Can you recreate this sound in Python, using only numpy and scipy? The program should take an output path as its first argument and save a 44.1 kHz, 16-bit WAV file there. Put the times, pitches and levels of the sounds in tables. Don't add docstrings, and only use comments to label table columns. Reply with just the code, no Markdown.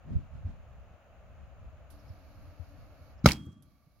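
import sys
import numpy as np
from scipy import signal
from scipy.fft import rfft, irfft
from scipy.io import wavfile
from scipy.ndimage import uniform_filter1d, minimum_filter1d

SR = 44100
rng = np.random.default_rng(int(sys.argv[2]) if len(sys.argv) > 2 else 0)


def log_audio(samples):
    frames = np.atleast_2d(samples).T
    limited = np.clip(frames, -1, 1)
    pcm = np.round(limited * 32767).astype(np.int16)
    wavfile.write(sys.argv[1], SR, pcm)


N = 176400
T = np.arange(N) / SR
FIRE_S = 3.2593


def undb(db):
    return 10 ** (np.asarray(db) / 20)


def pan(db):
    return undb(np.array([[db], [-db]]) / 2)


def noise(gain, coherent_hz):
    f = np.arange(N // 2 + 1) * SR / N + 1e-3
    coherence = 1 / (1 + (f / coherent_hz) ** 2)
    mid, side = rfft(rng.standard_normal((2, N))) * gain(f)
    x = irfft(mid * np.sqrt(1 + coherence) + side * np.sqrt(1 - coherence) * np.array([[1], [-1]]), N)
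    return x / np.sqrt(np.mean(x ** 2))


def spectrum(points):
    hz, db = np.array(sorted(points)).T
    return lambda f: (undb(np.interp(np.log(f), np.log(hz), db))
                      * np.minimum(f / hz[0], 1) ** 2 * np.minimum(hz[-1] / f, 1) ** 2)


def resonance(f, hz, width):
    return 1 / np.hypot(1, (f * f - hz * hz) / (f * width))


def flutter(per_s):
    hold = int(SR / per_s)
    steps = np.repeat(rng.standard_normal(N // hold + 1), hold)
    x = uniform_filter1d(uniform_filter1d(steps, hold), hold)[:N]
    return x / x.std()


def decay(start, t60, attack=.00034):
    age = np.maximum(T - start, 0)
    return (1 - np.exp(-age / attack)) * np.exp(-np.log(1000) * age / t60)


def swell(at, width):
    return np.exp(-((T - at) / width) ** 2)


def delay(x, seconds):
    return np.interp(T - seconds, T, x)


def ring(modes, start):
    return sum((-1) ** k * undb(db) * decay(start, t60, attack=.0002)
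               * np.sin(2 * np.pi * hz * (T - start)) for k, (hz, db, t60) in enumerate(modes))


def snaps(rows):
    return pan(-3.5) * sum(undb(db) * decay(at, t60) * noise(lambda f: resonance(f, hz, .25 * hz), 2500)
                           for at, db, hz, t60 in rows)


def blast(start, length):
    age = np.maximum(T - start, 0) / length
    return uniform_filter1d((T > start) * (1 - age) * np.exp(-age), size=6)


PUFF_S, PUFF_WIDTH_S, SHOCK_LENGTH_S = 3.2464, .0014, .00047
# (frequency [Hz], level [dB], T60 [s])
BARREL_MODES = [(68.2, 1.5, 0.125), (146, 12, 0.042), (247, -1.5, .1), (570, -1, 0.036), (1187, -1, 0.046),
                (1404, -6, 0.043), (2270, -10, .06)]
# (frequency [Hz], level [dB], T60 [s])
THUMP_MODES = [(42, -9.5, .17)]


def muzzle_blast():
    u = (T - PUFF_S) / PUFF_WIDTH_S
    puff = undb(-12.5) * (u * u - 1) * np.exp(-u * u / 2)
    shock = undb(18) * blast(FIRE_S, SHOCK_LENGTH_S)
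    rebound = undb(-9) * blast(3.2627, length=.004)
    boom = ring(BARREL_MODES, FIRE_S + SHOCK_LENGTH_S) - ring(THUMP_MODES, FIRE_S + SHOCK_LENGTH_S)
    front = puff + shock + rebound + boom
    return np.array([delay(front, .00004), front])


# (frequency [Hz], relative spectral level [dB])
CRACK_SPECTRUM = [(450, -7), (780, -25), (1300, -6.5), (2200, -11), (2900, -18.5), (4200, -11),
                  (6500, -14.5), (8000, -28), (11500, -25), (15500, -31)]


def muzzle_crack():
    rush = undb(-9) * np.exp(-np.abs(T - FIRE_S) / .00063)
    sizzle = undb(-47) * swell(PUFF_S + PUFF_WIDTH_S, .005)
    tail = undb(1.5) * decay(FIRE_S, t60=.031)
    direct = (rush + sizzle + tail) * noise(spectrum(CRACK_SPECTRUM), coherent_hz=3000)
    reflected = undb(-3.5) * np.array([delay(channel, .00115) for channel in direct])
    return (direct - reflected) * pan(-5.3)


# (frequency [Hz], level [dB], T60 [s])
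STEEL_MODES = [(315, -33, .55), (1139, -57, 2.7), (1166, -58, 2.8), (1588, -55, .7), (3235, -41.5, .5),
               (3266, -31, 0.63)]


def barrel_steel():
    return ring(STEEL_MODES, FIRE_S) * pan(-2)


# (frequency [Hz], relative spectral level [dB])
SCATTER_SPECTRUM = [(95, -16), (135, 2), (220, 0.5), (380, -14), (740, -17), (906, -12.5), (1330, -23),
                    (2210, -14.5), (3890, -22), (5390, -18.5), (6020, -25.5), (15500, -34)]


def ground_scatter():
    tail = undb(.3) * decay(FIRE_S, t60=.168, attack=.025)
    scattered = noise(spectrum(SCATTER_SPECTRUM), coherent_hz=2000) * pan(-1.5)
    return tail * scattered * undb(2.5 * flutter(per_s=700))


# (time [s], level [dB], centre frequency [Hz], T60 [s])
NEAR_ECHOES = [(3.2641, -8.5, 4460, .012), (3.2867, -6.5, 2900, .03), (3.3098, -11.5, 2357, .025),
               (3.3184, -6, 5070, .016), (3.3315, -20, 5000, .02)]
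# (time [s], level [dB])
DISTANT_ECHOES = [(3.465, -21), (3.606, -37), (3.865, -41)]


def echoes():
    near = snaps(NEAR_ECHOES)
    power = sum((undb(db) * decay(at, t60=.14, attack=.0034)) ** 2 for at, db in DISTANT_ECHOES)
    dull = noise(lambda f: resonance(f, hz=120, width=150) ** 3, coherent_hz=600)
    return near + np.sqrt(power) * dull


# (frequency [Hz], relative spectral level [dB])
ROLL_SPECTRUM = [(24, -60.5), (40, -34), (81, -2.5), (193, -3), (309, -9.5), (444, -33), (1060, -36.5),
                 (1170, -26), (2200, -46)]


def field_roll():
    tail = undb(-20) * decay(FIRE_S, t60=.85, attack=.015)
    return tail * noise(spectrum(ROLL_SPECTRUM), coherent_hz=700)


# (time [s], level [dB], centre frequency [Hz], T60 [s])
METAL_TICKS = [(3.4565, -51, 13500, .03), (3.463, -55, 6500, .05), (3.527, -53, 5500, .025)]


def housing():
    settling = undb(-45.5 + 2 * flutter(per_s=700)) * decay(FIRE_S, t60=.8)
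    rattle = noise(spectrum([(2000, 0), (6500, -2), (15000, -13)]), coherent_hz=2000)
    return settling * rattle * pan(-6) + snaps(METAL_TICKS)


# (time [s], level [dB], T60 [s])
VALVE_CLICKS = [(1.902, -60.5, 0.18), (3.623, -48.5, .08)]
# (frequency [Hz], relative spectral level [dB])
CLICK_SPECTRUM = [(1760, -44), (3000, -8), (5530, -8), (7800, -14), (11200, 0), (13500, -12), (15500, -30)]


def valve():
    clicks = sum(undb(db) * decay(at, t60, attack=.00067) for at, db, t60 in VALVE_CLICKS)
    return clicks * noise(spectrum(CLICK_SPECTRUM), coherent_hz=1500) * pan(-6)


# (start [s], end [s], jet level [dB], barrel level [dB], airy hiss level [dB])
GAS_FLOWS = [(1.903, 3.122, -77.8, -78.5, -98), (3.63, 4.1, -69.5, -70, -68)]
# (frequency [Hz], relative spectral level [dB])
JET_SPECTRUM = [(2000, -20), (3500, -2), (4300, 7), (6700, -4), (7600, -40), (9500, -17), (10700, -1.5),
                (11600, 2.5), (13000, -6.5), (15500, -12)]
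# (frequency [Hz], width [Hz], relative level [dB])
BLOWN_MODES = [(1175, 64, 4.5), (1630, 100, -10), (2240, 160, 0)]
# (frequency [Hz], relative spectral level [dB])
AIR_SPECTRUM = [(2800, -2), (6700, -1), (7900, -13), (9800, 0), (15000, 2)]
OPENING_S, CLOSING_S = .025, .05


def gas_flow():
    jet = undb(flutter(per_s=14)) * noise(spectrum(JET_SPECTRUM), coherent_hz=1500) * pan(-10)
    barrel = noise(lambda f: sum(undb(db) * resonance(f, hz, width) ** 2
                                 for hz, width, db in BLOWN_MODES), coherent_hz=2500)
    air = noise(spectrum(AIR_SPECTRUM), coherent_hz=1500)
    drone = undb(-67.5) * noise(lambda f: resonance(f, hz=284, width=45) ** 2, coherent_hz=600)
    out = 0
    for start, end, jet_db, barrel_db, air_db in GAS_FLOWS:
        flow = np.clip((T - start) / OPENING_S, 0, 1) * np.clip((end - T) / CLOSING_S + 1, 0, 1)
        out += flow * (undb(jet_db) * jet + undb(barrel_db) * barrel + undb(air_db) * air + drone)
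    return out * pan(-2)


# (time [s], half width [s], change in wind level [dB], eddy level [dB])
WIND_GUSTS = [(0.142, 0.062, 13, -35.5), (0.369, 0.044, 11, -52), (.49, 0.055, 13, -48),
              (1.03, 0.065, -13, -80), (2.12, 0.1, -2, -59)]
# (frequency [Hz], relative spectral level [dB])
WIND_SPECTRUM = [(20, -7.5), (47, -2.5), (69, 3), (146, -10.5), (173, -15), (260, -22), (340, -44)]


def wind():
    gust_db = sum(db * swell(at, width) for at, width, db, _ in WIND_GUSTS)
    force = undb(gust_db + 2 * flutter(per_s=22))
    rumble = undb(-52) * force * noise(spectrum(WIND_SPECTRUM), coherent_hz=45) * pan(1.3)
    shedding = sum(undb(db) * swell(at, width) for at, width, _, db in WIND_GUSTS)
    eddies = shedding * noise(lambda f: resonance(f, hz=125, width=143) ** 3, coherent_hz=116)
    grass = undb(-80.5) * force * noise(spectrum([(850, 0), (4000, -13)]), coherent_hz=1500)
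    return rumble + eddies + grass


# (time [s], level [dB], left minus right [dB], lag of the left port [s])
WIND_BUFFETS = [(0.151, -4.5, 0, .0045), (.447, -12, -1.5, 0), (2.099, -22, -2, .002),
                (2.468, -27, 3, .002), (2.595, -23, 16, 0)]
BUFFET_HZ = 84


def buffets():
    out = 0
    for at, db, pan_db, lag in WIND_BUFFETS:
        arrival = at + np.array([[lag], [0]])
        swing = np.sin(2 * np.pi * BUFFET_HZ * (T - arrival))
        out -= undb(db) * pan(pan_db) * decay(arrival, t60=.075, attack=.015) * swing
    return out


# (frequency [Hz], relative spectral level [dB])
ROAR_SPECTRUM = [(120, -39.5), (200, -10.5), (304, -15), (437, -14), (497, -8.5), (607, -2), (957, -15.5),
                 (1260, -11.5), (2020, -21.5), (2700, -19.5), (3420, -31), (4840, -36.5), (5910, -39.5),
                 (6710, -29), (7620, -48.5), (15500, -41)]


def distant_roar():
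    return undb(-62.1) * noise(spectrum(ROAR_SPECTRUM), coherent_hz=1700)


# (time [s], level [dB])
BIRD_CHIRPS = [(2.0, -73), (2.09, -70.5), (3.19, -75)]


def bird():
    rasp = noise(lambda f: resonance(f, hz=5300, width=980) ** 3, coherent_hz=6200)
    return rasp * sum(undb(db) * swell(at, width=.012) for at, db in BIRD_CHIRPS)


def scene():
    shot = muzzle_blast() + muzzle_crack() + barrel_steel()
    returns = ground_scatter() + echoes() + field_roll()
    machinery = housing() + valve() + gas_flow()
    return shot + returns + machinery + wind() + buffets() + distant_roar() + bird()


OVERLOAD_DB, CEILING_DB, RECOVERY_DB_PER_S = 20, -.5, .5
LOW_CUT_HZ, HIGH_CUT_HZ = 28, 15800


def record(dry):
    x = undb(OVERLOAD_DB) * np.tanh(dry / undb(OVERLOAD_DB))
    x = signal.sosfilt(signal.butter(2, LOW_CUT_HZ, "highpass", fs=SR, output="sos"), x)
    excess_db = np.maximum(20 * np.log10(np.abs(x).max(axis=0) + 1e-9) - CEILING_DB, 0)
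    held_db = np.maximum.accumulate(excess_db + RECOVERY_DB_PER_S * T) - RECOVERY_DB_PER_S * T
    gain = uniform_filter1d(minimum_filter1d(undb(-held_db), size=121), size=61)
    return signal.sosfilt(signal.ellip(10, .2, 80, HIGH_CUT_HZ, fs=SR, output="sos"), x * gain)


dry = scene()
out = record(dry)
log_audio(out)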